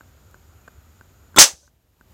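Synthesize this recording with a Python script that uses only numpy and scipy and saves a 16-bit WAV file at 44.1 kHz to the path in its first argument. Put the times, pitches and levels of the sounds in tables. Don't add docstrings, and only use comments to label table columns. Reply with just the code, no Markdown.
import sys
import numpy as np
from scipy import signal
from scipy.io import wavfile
from scipy.ndimage import map_coordinates

SR = 44100
rng = np.random.default_rng(int(sys.argv[2]) if len(sys.argv) > 2 else 0)


def output_pcm(signal):
    pcm = np.clip(np.atleast_2d(signal).T, -1, 1) * 32767
    wavfile.write(sys.argv[1], SR, np.round(pcm).astype(np.int16))


def gain_from_db(level_db):
    decades = np.asarray(level_db, float) / 20
    return 10 ** decades


N = 94109
T = np.arange(N) / SR

# (frequency [Hz], level [dB per Hz])
POP_COLOUR = [(40, -30.5), (200, -32), (600, -11.5), (2800, -9), (6500, -3.5), (8800, -10.5), (10500, -18),
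              (15600, -20.5)]
# (frequency [Hz], t60 [s])
ROOM_DECAY = [(60, .1), (300, 0.25), (1000, .165), (3000, .155), (6500, 0.16), (12000, .15)]
# (time [s], share of the burst)
WALL_SLAPS = [
    (1.439, 3.0),
]
# (time [s], level [dB])
TEAR_RASP = [
    (1.3605, -69.5),
    (1.3625, -16.5),
    (1.369, -19),
    (1.375, -9),
    (1.380, -18),
    (1.383, -10.5),
    (1.386, -28.5),
]
# (frequency [Hz], width [Hz], level [dB])
TUBE_RESONANCES = [(330, 130, -3.5), (1100, 500, -3.5), (3500, 170, -3.5), (6200, 330, -11),
                   (7600, 1500, -9), (12040, 7000, -21.5)]
# (time [s], level [dB])
SPLINTERS = [
    (1.3615, -24),
    (1.363, -15),
    (1.3652, -21),
    (1.3688, -25),
]
# (time [s], peak level [dB], frequency [Hz], t60 [s])
WALL_SNAPS = [
    (1.372, -12, 3500, .03),
    (1.3745, -10, 1350, 0.076),
    (1.3745, -19, 330, 0.023),
    (1.3745, -20.5, 7600, .015),
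    (1.376, -18.5, 6200, .05),
    (1.382, -6, 1050, 0.025),
    (1.3832, -7.5, 1100, 0.025),
    (1.3845, -2.5, 322.2, .08),
]
# (time [s], peak level [dB], frequency [Hz], t60 [s])
HAND_KNOCKS = [
    (1.533, -33, 65, .08),
    (1.535, -35, 170, .04),
    (1.63, -50, 575, .15),
    (1.632, -57, 1000, .08),
    (1.63, -55, 1500, .1),
    (1.668, -52, 4200, .01),
    (1.737, -42, 110, .05),
    (.64, -66, 2450, .6),
    (2.085, -56, 600, .03),
    (.6806, -43, 620, .02),
]
# (time [s], peak level [dB])
FLAME_CRACKLES = [
    (.312, -35),
    (.235, -50),
    (2.087, -48),
]
# (time [s], peak level [dB])
CLOCK_TICKS = [
    (.009, -35),
    (.344, -35),
    (.6779, -34),
    (.6806, -35),
    (.6823, -35),
    (1.011, -35),
    (1.345, -35),
    (1.678, -37.5),
    (2.011, -35),
]
# (frequency [Hz], level [dB], t60 [s])
CLOCK_CASE = [(1534, -1.5, .017), (900, -12, 0.016), (450, -8, 0.0064), (250, -9, 0.018), (2600, -16, .003),
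              (4480, -16.5, .002), (7000, -14.5, .006)]
# (frequency [Hz], level [dB per Hz])
ROOM_FLOOR = [(12, -50), (20, -18.5), (74, 2), (153, -13.5), (770, -23), (1310, -28), (4990, -35),
              (6970, -37), (15600, -48.5)]
# (frequency [Hz], width [Hz], level [dB], share left once the flame is out)
WHINES = [(70.76, 38, -59.5, .8), (1334.3, 410, -68.5, 0.15), (6920, 790, -70, .5), (11660, 180, -80, .9),
          (13425, 250, -81, .9), (13400, 2500, -71.5, 1.3)]
# (time [s], gain [dB])
GAIN_CONTROL = [
    (0, 0.5),
    (1.385, 0),
    (1.39, -11),
    (1.68, -9),
    (1.82, -12),
    (1.95, -8.5),
    (2.13, 1),
]

POP_S, VENT_S = 1.3845, .036


def pop():
    rise_s, bright_rise_s = .0004, .002
    hz, noise = bands(POP_COLOUR)
    burst = 0
    for f, band in zip(hz, noise):
        envelope = venting(at_hz(ROOM_DECAY, f), rise_s + bright_rise_s * (f > 4500))
        burst = burst + band * envelope * gain_from_db(0.51 * drift(30))

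    jet_boost, jet_end_s, jet_fade_s = .7, 1.427, .006
    jet = jet_boost * np.clip((jet_end_s - T) / jet_fade_s + 1, 0, 1)
    slaps = sum(share * dying(s, .012, 0.00071) for s, share in WALL_SLAPS)
    burst = burst * (1 + jet + slaps)

    late_db, late_t60_s, late_hz, late_end_s = -36, .65, 5500, 1.705
    late = peaked_noise(rng.standard_normal(N), late_hz, 5000) * dying(POP_S, late_t60_s, rise_s)
    late_fade = np.clip((late_end_s - T) / 0.029, 0, 1)
    return gain_from_db(5) * (burst + gain_from_db(late_db) * late * late_fade)


def capsule_ring(burst):
    ring_delay_s, capsule_hz, capsule_width_hz, boost = .007, 6160, 610, 1
    return boost * resonance(burst * (T > POP_S + ring_delay_s), capsule_hz, capsule_width_hz)


def tear():
    white = rng.standard_normal((2, N))
    rasp = sum(gain_from_db(db) * peaked_noise(white[0], hz, width) for hz, width, db in TUBE_RESONANCES)
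    tearing = (T > TEAR_RASP[0][0]) & (T < TEAR_RASP[-1][0])
    rasp = tearing * gain_from_db(in_time(TEAR_RASP) - 4.5) * rms_one(rasp)
    rip_t60_s = .008
    splinters = 1.1 * white[1] * sum(gain_from_db(db) * dying(s, rip_t60_s, .0003) for s, db in SPLINTERS)
    return rasp + splinters - knocks(WALL_SNAPS)


def knocks(rows):
    return sum(ring(clicks([(s, db)]), hz, t60) for s, db, hz, t60 in rows)


def flame():
    return resonance(clicks(FLAME_CRACKLES) + 1e-18, 7000, 16000)


def clock():
    ticks = clicks(CLOCK_TICKS)
    return sum(np.sign(1200 - hz) * gain_from_db(db) * ring(ticks, hz, t60) for hz, db, t60 in CLOCK_CASE)


def room_tone():
    hz, noise = bands(ROOM_FLOOR)
    hiss = sum(band * gain_from_db(0.4 * drift(9)) for band in noise)
    whine = 0
    for f, width, db, left in WHINES:
        level = gain_from_db(db + .8 * drift(25)) * np.where(T < POP_S, 1, left)
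        whine = whine + level * peaked_noise(rng.standard_normal(N), f, width)
    return gain_from_db(-50.5 - 3) * hiss + whine


def venting(t60, rise_s):
    t = np.maximum(T - POP_S, 0)
    return (1 - np.exp(-t / rise_s)) * gain_from_db(-60 * np.maximum(t - VENT_S, 0) / t60)


def dying(start_s, t60, rise_s):
    t = np.maximum(T - start_s, 0)
    return (1 - np.exp(-t / rise_s)) * gain_from_db(-60 * t / t60)


def clicks(rows):
    out = np.zeros(N)
    for s, db in rows:
        out[int(s * SR)] = gain_from_db(db)
    return out


def ring(impulses, hz, t60):
    r = gain_from_db(-60 / (t60 * SR))
    w = 2 * np.pi * hz / SR
    return signal.lfilter([0, np.sin(w)], [1, -2 * r * np.cos(w), r * r], impulses + 1e-18)


def resonance(x, hz, width_hz):
    r = np.exp(-np.pi * width_hz / SR)
    poles = [1, -2 * r * np.cos(2 * np.pi * hz / SR), r * r]
    return signal.lfilter([(1 - r * r) / 2, 0, (r * r - 1) / 2], poles, x)


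def peaked_noise(white, hz, width_hz):
    return rms_one(resonance(resonance(white, hz, width_hz), hz, width_hz))


def bands(spectrum):
    edges = 20 * 2 ** (np.arange(30) / 3)
    centres = np.sqrt(edges[1:] * edges[:-1])
    white = rng.standard_normal((2, N))
    out = []
    for k, hz in enumerate(centres):
        sos = signal.butter(2, edges[k:k + 2], "band", fs=SR, output="sos")
        out.append(gain_from_db(at_hz(spectrum, hz)) * signal.sosfilt(sos, white[k % 2]))
    out = np.array(out)
    return centres, out / np.std(out.sum(0))


def drift(rate):
    knots = rng.standard_normal(200)
    return map_coordinates(knots, [T * rate * 2], order=3, mode="wrap")


def in_time(rows):
    return np.interp(T, *np.transpose(rows))


def at_hz(points, hz):
    table_hz, value = np.transpose(points)
    return np.interp(np.log(hz), np.log(table_hz), value)


def rms_one(x):
    return x / np.sqrt(np.mean(x ** 2) + 1e-20)


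def scene():
    burst = pop()
    burst = burst + capsule_ring(burst)
    return (burst + tear() + knocks(HAND_KNOCKS) + flame() + clock() + room_tone())[None]


def band_limit(x):
    return signal.sosfilt(signal.butter(12, 15780, fs=SR, output="sos"), x)


def record(dry):
    ceiling, knee = .97, 5.0
    low_cut = signal.butter(2, 35, "high", fs=SR, output="sos")
    x = signal.sosfilt(low_cut, dry) * gain_from_db(in_time(GAIN_CONTROL)) / ceiling
    x = x + gain_from_db(-76) * rng.standard_normal(N)
    mix = ceiling * x / (1 + np.abs(x) ** knee) ** (1 / knee)
    return band_limit(mix)


dry = scene()
out = record(dry)
output_pcm(out)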